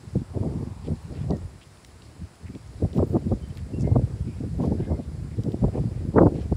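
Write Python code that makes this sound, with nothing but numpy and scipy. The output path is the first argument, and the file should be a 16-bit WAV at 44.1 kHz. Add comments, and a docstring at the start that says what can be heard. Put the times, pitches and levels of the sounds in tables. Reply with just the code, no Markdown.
"""Uneven thumps of moving air buffet a microphone port, over a lumpy rumble and flutter: turbulent noise
whose spectrum stretches with air speed. Someone walks under trees, phone in hand: shoes and cloth scuff
(grainy noise strokes), grit and fingers tick (very short noise bursts), faint chirps and pings sound
(gliding sines). Behind lie leaves (patchy coloured hiss) and far traffic (a swelling noise band)."""
import sys
import numpy as np
from scipy import signal
from scipy.fft import rfft, irfft
from scipy.io import wavfile
from scipy.ndimage import uniform_filter1d, minimum_filter1d

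SR = 44100
rng = np.random.default_rng(int(sys.argv[2]) if len(sys.argv) > 2 else 0)


def inscribe(sig):
    """Save sig as 16-bit PCM at rate SR to the path in sys.argv[1].

    A 1-D sig is mono; a 2-D sig holds one channel per row.
    Samples are clipped to [-1, 1] before scaling.
    """
    pcm = np.round(np.clip(np.atleast_2d(sig).T, -1, 1) * 32767)
    wavfile.write(sys.argv[1], SR, pcm.astype(np.int16))


N = 289384  # samples


def amp(db):
    """Amplitude factor of a level in dB."""
    return 10 ** (np.asarray(db) / 20)


def evened(x):
    """Scales x to rms 1."""
    return x / np.sqrt(np.mean(x ** 2) + 1e-20)


def add(mix, start_s, sound):
    """Adds sound to mix from start_s, cropped at both ends of the mix."""
    at = round(start_s * SR)
    part = mix[max(at, 0):][:len(sound) + min(at, 0)]
    part += sound[max(-at, 0):][:len(part)]


def coloured(x, gain):
    """Filters x by gain(Hz)."""
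    return irfft(rfft(x) * gain(np.fft.rfftfreq(len(x), 1 / SR)), len(x))


def band(centre_hz, octaves):
    """Bell-shaped gain on the octave axis."""
    return lambda f: np.exp(-2 * (np.log2((f + 1) / centre_hz) / octaves) ** 2)


def wander(corner_hz, count):
    """Slow random drift of rms 1, falling off above corner_hz."""
    return evened(coloured(rng.standard_normal(count), lambda f: 1 / (1 + (f / corner_hz) ** 2)))


PORT_HZ = 57.6  # the microphone port loses the bass below this
EDDY_M = 0.0062
RISE, STEEPNESS = 0.57, 1.262  # spectrum exponents below and above the peak


def eddies(f, speed_m_s):
    """Eddies pass the port about speed / size times a second; smaller ones fade fast."""
    port = 1 / (1 + (PORT_HZ / (f + 1)) ** 4)
    u = f * EDDY_M / np.maximum(speed_m_s, .1)
    return port * u ** RISE * np.exp(-u ** STEEPNESS)


# single buffets of air: (peak time [s], level [dB], nominal air speed [m/s], length scale [ms])
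BUFFETS = [(.08, -33, 0.51, 17), (.159, -13.5, 1.47, 4.5), (.176, -22, 0.67, 55), (.217, -23, 0.72, 8.1),
           (.355, -35.5, 2.4, 25), (.374, -23, 1.77, 13), (.412, -22.5, 1.04, 24), (0.434, -25, 2.1, 7.2),
           (.462, -24.5, 1.61, 63), (.562, -24, 0.8, 19), (.61, -24.5, 1.07, 9.3), (.63, -24, 1.53, 8.9),
           (0.674, -27.5, 1, 11), (0.765, -29, 0.63, 4.3), (.85, -35, 1.27, 14), (.886, -25.5, 1.57, 14.6),
           (0.917, -27.5, 1.5, 19), (.922, -23, .81, 46), (1.125, -36, 1.8, 31), (1.179, -36, 1.6, 23),
           (1.249, -38, 0.81, 18), (1.312, -21.5, 2.13, 15.5), (1.335, -21.5, 1.43, 28),
           (1.445, -29, 0.26, 60), (2.223, -30, .6, 30), (2.447, -33.5, 0.41, 41), (2.503, -32.5, 0.93, 16),
           (2.557, -32.5, 1.17, 15.5), (2.758, -35, 0.17, 17), (2.827, -18, 1.58, 6.9),
           (2.843, -14.5, 0.41, 13.3), (2.851, -18.5, 1.66, 7.7), (2.969, -21, 1.45, 17),
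           (2.984, -15.5, 1.95, 7.4), (2.993, -15, 2.37, 5.5), (3.005, -19, 2.05, 6), (3.009, -19, .38, 27),
           (3.027, -13.5, 1.99, 6.6), (3.035, -20, 1.4, 14), (3.138, -22.5, 1.3, 12), (3.157, -14, 1.9, 16),
           (3.167, -18.5, 2.94, 2.5), (3.269, -20.5, 1.05, 28), (3.323, -18.5, 1.9, 13.4),
           (3.325, -14, 0.72, 15.5), (3.504, -27.5, 0.5, 15), (3.564, -36, 0.26, 23),
           (3.64, -27.5, 0.44, 86), (3.74, -27.5, 1.1, 12), (3.78, -26.5, 0.85, 28), (3.844, -20.5, .8, 65),
           (3.877, -20, 1.9, 6.1), (3.92, -27, 2.1, 9.8), (3.922, -17, 0.4, 17), (3.963, -13.5, 2.16, 8.1),
           (3.972, -12, 0.42, 15), (3.994, -18.5, 1.36, 6.4), (4.023, -23, 1.17, 6),
           (4.036, -18.5, 0.46, 41), (4.144, -25, 0.48, 12), (4.211, -18.5, 0.41, 11),
           (4.28, -26.5, 0.87, 47), (4.41, -25, 1.37, 7.2), (4.44, -28, 1.47, 14), (4.467, -27, 0.77, 34),
           (4.605, -18, 1.76, 10.3), (4.639, -21.5, 2.34, 9.4), (4.65, -24.5, 1.9, 58),
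           (4.677, -17, 1.26, 8.8), (4.722, -18, 1.74, 14), (4.751, -26, 1.4, 18),
           (4.802, -21.5, 1.74, 7.8), (4.879, -28, 1.14, 16), (4.919, -25, 2.14, 38),
           (4.927, -17.5, 0.47, 22), (4.976, -33, 1.6, 21), (4.995, -24.5, 1.74, 14),
           (5.196, -30, 0.45, 17), (5.254, -30, 0.93, 20), (5.39, -19.5, 0.94, 18.5),
           (5.466, -23.5, 1.43, 20), (5.483, -18.5, 1.25, 12.6), (5.544, -19, 1.5, 6.2),
           (5.629, -22.5, 1.6, 8.5), (5.641, -14.5, 0.59, 30), (5.645, -16.5, 2.17, 9.5),
           (5.684, -22, 1.74, 8.5), (5.756, -24, 1.83, 14), (5.781, -26, 2.18, 22), (5.805, -19, 0.8, 18),
           (5.842, -23.5, 1.5, 5), (5.86, -19, 0.62, 18), (6.016, -28, 1.28, 10.6),
           (6.053, -21.5, 0.97, 3.5), (6.088, -19.5, 0.86, 12.6), (6.143, -24.5, 1.7, 4),
           (6.168, -10.5, 2.23, 10.7), (6.185, -4, 3.6, 7.4), (6.21, -11, 2.43, 11), (6.218, -9, 2.5, 9.7),
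           (6.233, -10, 2.1, 10), (6.257, -13, 1.65, 26), (6.269, -15, 2.6, 10.6), (6.324, -25, 1.5, 11),
           (6.356, -24, 1.4, 28), (6.389, -23, 1.4, 5.2), (6.525, -14.5, 1.68, 5.1), (6.531, -17, 0.34, 17)]
RISE_SHARE = .52  # part of the length scale given to the swelling side


def buffets():
    """Each buffet is a short swell of turbulence, brightest at its top."""
    count, half = 8192, 4096
    out = np.zeros(N)
    ms = (np.arange(count) - half) / SR * 1000
    taper = np.hanning(count)
    noises = rng.standard_normal((len(BUFFETS), count))
    for (peak_s, db, speed_m_s, length_ms), noise in zip(BUFFETS, noises):
        side_ms = length_ms * np.where(ms < 0, RISE_SHARE, 1 - RISE_SHARE)
        swell = taper * np.exp(-.6 * abs(ms / side_ms) ** 1.024)
        # air cannot turn sharper than this
        swell = uniform_filter1d(uniform_filter1d(swell, size=60), size=60)
        fast = coloured(noise, lambda f: eddies(f, 1.028 * speed_m_s))
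        slow = coloured(noise, lambda f: eddies(f, 0.79 * speed_m_s))
        puff = swell * (swell * evened(fast) + (1 - swell) * evened(slow))
        same_energy = np.linalg.norm(swell) / np.linalg.norm(puff)
        add(out, peak_s - half / SR, amp(db) * puff * same_energy)
    return out


# changing draught over the port: (time [s], rumble level [dB], flutter level [dB])
DRAUGHT = [(0.0, -46, -46.5), (0.14, -56, -56), (0.36, -38, -50.5), (0.51, -33, -35.5),
           (0.91, -39.5, -62.5), (1.3, -29.5, -41), (1.51, -47, -54), (1.66, -50, -58),
           (2.47, -51.5, -53.5), (2.61, -43, -64.5), (2.83, -41, -43), (3.0, -34, -39), (3.16, -28.5, -39),
           (3.42, -36, -47), (3.69, -36, -45), (3.85, -28.5, -31), (3.95, -28, -34), (4.24, -35, -49.5),
           (4.46, -32.5, -47.5), (4.8, -29, -36.5), (5.01, -37.5, -44), (5.26, -34.5, -46),
           (5.61, -34.5, -37), (5.83, -32, -39), (6.1, -34.5, -42), (6.25, -30, -34), (6.39, -30.5, -41),
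           (6.56, -32, -42.5)]


def draught():
    """Slow air rumbles; the flutter at the port edge is brighter, its colour nearly constant."""
    s, rumble_db, flutter_db = np.transpose(DRAUGHT)
    rumble_m_s = np.full(len(s), .45)
    flutter_m_s = 1.6264 + 0.0032 * (flutter_db + 33.0)
    rumble = flow(rumble_m_s, rumble_db, s, lump_hz=26.2)
    flutter = flow(flutter_m_s, flutter_db, s, lump_hz=60.)
    return rumble + flutter


LUMPY_DB = 7  # bound of the unevenness, before its rms is set to 1


def flow(speed_m_s, level_db, s, lump_hz):
    """Lumpy turbulent noise whose spectrum stretches with the air speed."""
    hz, t, z = signal.stft(rng.standard_normal(N), SR, nperseg=2048)
    shape = eddies(hz[:, None], np.interp(t, s, speed_m_s))
    shape = shape / np.linalg.norm(shape, axis=0)
    noise = signal.istft(z * shape, SR, nperseg=2048)[1][:N]
    lumps = evened(amp(LUMPY_DB * np.tanh(wander(lump_hz, N))))
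    power = abs(uniform_filter1d(noise ** 2, size=2600)) + 1e-20
    noise = noise / power ** 0.34  # the flow never bunches for long
    return evened(noise) * lumps * amp(np.interp(np.arange(N) / SR, s, level_db))


# shoes and cloth scuffing: (start [s], length [s], level [dB], centre [Hz], width [octaves])
SCUFFS = [(0.838, .048, -57.5, 2840, 1.1), (1.11, .066, -62, 4550, .35), (1.12, .15, -58.5, 2180, 1.5),
          (1.608, 0.036, -55.5, 2860, 0.83), (1.85, .05, -74, 15000, .3), (2.02, .054, -66, 5000, .4),
          (2.456, 0.036, -55.5, 2140, 0.62), (2.94, 0.06, -58, 3500, 1.6), (2.942, .04, -67, 13500, .5),
          (3.05, .1, -68, 12900, .66), (3.569, .034, -56, 1940, 1.2), (3.79, 0.048, -54, 5800, 0.86),
          (3.831, 0.052, -58, 1890, 0.7), (4.228, 0.22, -64, 2350, .37), (4.597, 0.091, -59, 3420, 1.9),
          (4.765, 0.15, -59.5, 1670, 0.25), (4.781, 0.1, -62, 2700, 0.76), (5.293, .07, -63, 2150, 0.39),
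          (5.714, 0.089, -59, 1960, 1), (5.89, .16, -64.5, 2240, .7), (6.14, .14, -77, 12700, 0.39),
          (6.323, 0.14, -58, 2420, 1.6)]
GRAIN_DB = 3  # rms unevenness


def scuffs():
    """Grainy rubbing noise under a short stroke."""
    out = np.zeros(N)
    noises = rng.standard_normal((len(SCUFFS), 2, 16384))
    for (s, length_s, db, hz, octaves), noise in zip(SCUFFS, noises):
        grains = amp(GRAIN_DB * evened(uniform_filter1d(noise[1], 90)))
        rub = coloured(noise[0] * grains, band(hz, octaves))[:round(length_s * SR)]
        stroke = signal.windows.tukey(len(rub), .6)
        add(out, s, amp(db) * evened(rub) * stroke)
    return out


# grit and fingers: (start [s], body peak [dB], centre [Hz], width [octaves], treble snap peak [dB])
TICKS = [(.956, -48, 4200, 0.45, -75), (1.028, -61, 6000, .4, -57), (1.306, -36, 4200, 0.79, -75),
         (1.368, -43, 4970, 1.1, -61), (1.847, -36, 3500, 1.6, -60), (2.02, -43, 3270, 0.84, -72),
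         (1.772, -50, 3500, 1.1, -72), (2.355, -49, 5000, 0.83, -61), (2.55, -42, 3140, 1.3, -64),
         (2.675, -52, 6140, .34, -72), (2.93, -42, 3670, 0.77, -69), (2.975, -42, 2800, 1.2, -63),
         (3.485, -62, 9100, .4, -58), (3.553, -48, 4200, .4, -58), (3.572, -35, 3300, 1.3, -51),
         (3.581, -48, 5500, 1.3, -64), (4.582, -55, 4230, 0.37, -59), (5.435, -40, 3700, 1.3, -58),
         (5.519, -42.5, 3400, 0.87, -56)]
TICK_S = 0.00099  # time the envelope takes to peak, and its decay constant


def ticks():
    """A few milliseconds of noise each: a body band and a thin treble snap."""
    out, t = np.zeros(N), np.arange(512) / SR
    envelope = t * np.exp(-t / TICK_S)
    noises = rng.standard_normal((len(TICKS), 512))
    for (s, body_db, hz, octaves, snap_db), noise in zip(TICKS, noises):
        body, snap = band(hz, octaves), band(13000, .35)
        for peak_db, colour in (body_db, body), (snap_db, snap):
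            tick = coloured(noise, colour) * envelope
            add(out, s, amp(peak_db) * tick / abs(tick).max())
    return out


# faint chirps and pings:
# (start [s], length [s], starting level [dB], start pitch [Hz], end pitch [Hz], fade over length [dB])
CHIRPS = [(1.312, .065, -58.5, 1950, 1780, 9), (3.42, .06, -64, 3080, 3070, 1.5),
          (3.495, .025, -63, 3070, 3050, 1.5), (3.733, .052, -61, 2720, 2780, 1.5),
          (3.793, .028, -63, 2660, 2650, 1.5), (3.84, .15, -56.5, 2105, 2105, 17),
          (4.822, .07, -60, 2105, 2105, 5), (4.9, .09, -67, 2105, 2105, 1.5)]


def chirps():
    """Narrow whistles, gliding or level, blurred in level by their way through the leaves."""
    out, blur = np.zeros(N), 1 + .35 * wander(90., N)
    for s, length_s, db, from_hz, to_hz, fade_db in CHIRPS:
        u = np.arange(0, 1, 1 / (length_s * SR))
        pitch_hz = from_hz + (to_hz - from_hz) * u
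        tone = np.sin(2 * np.pi * np.cumsum(pitch_hz) / SR)
        # 5 ms in, 12 ms out
        edges = np.clip(np.minimum(u / .005, (1 - u) / .012) * length_s, 0, 1)
        add(out, s, np.sqrt(2) * amp(db - fade_db * u) * tone * edges)
    return out * blur


# spectrum of the leaf hiss: (frequency [Hz], relative level per Hz [dB])
HISS = [(50, 11.5), (150, -11), (300, 1.5), (600, 0), (1000, -2), (2000, -6.5), (3300, -12.5), (5000, -8.5),
        (6200, -15.5), (7800, -10), (8700, -15.5), (9900, -10.5), (11000, -25.5), (15500, -28.5)]
HISS_DB, PATCH_DB, SWAY_DB = -54, .9, .25  # mean level, rms patchiness, rms sway
# drone of far traffic: (time [s], level [dB])
TRAFFIC = [(0, -70), (.25, -65), (.55, -54.5), (1.0, -60), (1.4, -60.5), (2.0, -93), (6.56, -68)]


def background():
    """Patchy hiss of leaves, with a noise-band drone of traffic that swells and fades."""
    hz, t, z = signal.stft(rng.standard_normal(N), SR, nperseg=1024)
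    patches = uniform_filter1d(rng.standard_normal(z.shape), 14, 0)  # across frequency
    patches = evened(uniform_filter1d(patches, 6, 1))  # across time
    f, db = np.transpose(HISS)
    colour_db = np.interp(np.log(hz + 1), np.log(f), db)[:, None] + PATCH_DB * patches
    hiss = evened(signal.istft(z * amp(colour_db), SR, nperseg=1024)[1][:N])
    s, traffic_db = np.transpose(TRAFFIC)
    drone = evened(coloured(rng.standard_normal(N), band(900, 0.61)))
    drone_db = np.interp(np.arange(N) / SR, s, traffic_db)
    sway_db = SWAY_DB * wander(1.5, N)
    return amp(HISS_DB + sway_db) * hiss + amp(drone_db) * drone


def scene():
    """All sources at the one microphone."""
    return (buffets() + draught() + scuffs() + ticks() + chirps() + background())[None]


EDGE_HZ, LIMIT = 15750, .6  # top of the band, peak limit (full scale = 1)


def record(dry):
    """Bass cut of the microphone, a peak limiter, band limit."""
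    cut = signal.sosfilt(signal.butter(4, 50, "high", fs=SR, output="sos"), dry)
    room = np.minimum(LIMIT / (abs(cut) + 1e-9), 1)  # gain that keeps each sample under the limit
    gain = uniform_filter1d(minimum_filter1d(room, size=200), size=200)
    lowpass = signal.firwin(511, EDGE_HZ, window=("kaiser", 9), fs=SR)
    return signal.oaconvolve(cut * gain, lowpass[None], "same")


dry = scene()
out = record(dry)
inscribe(out)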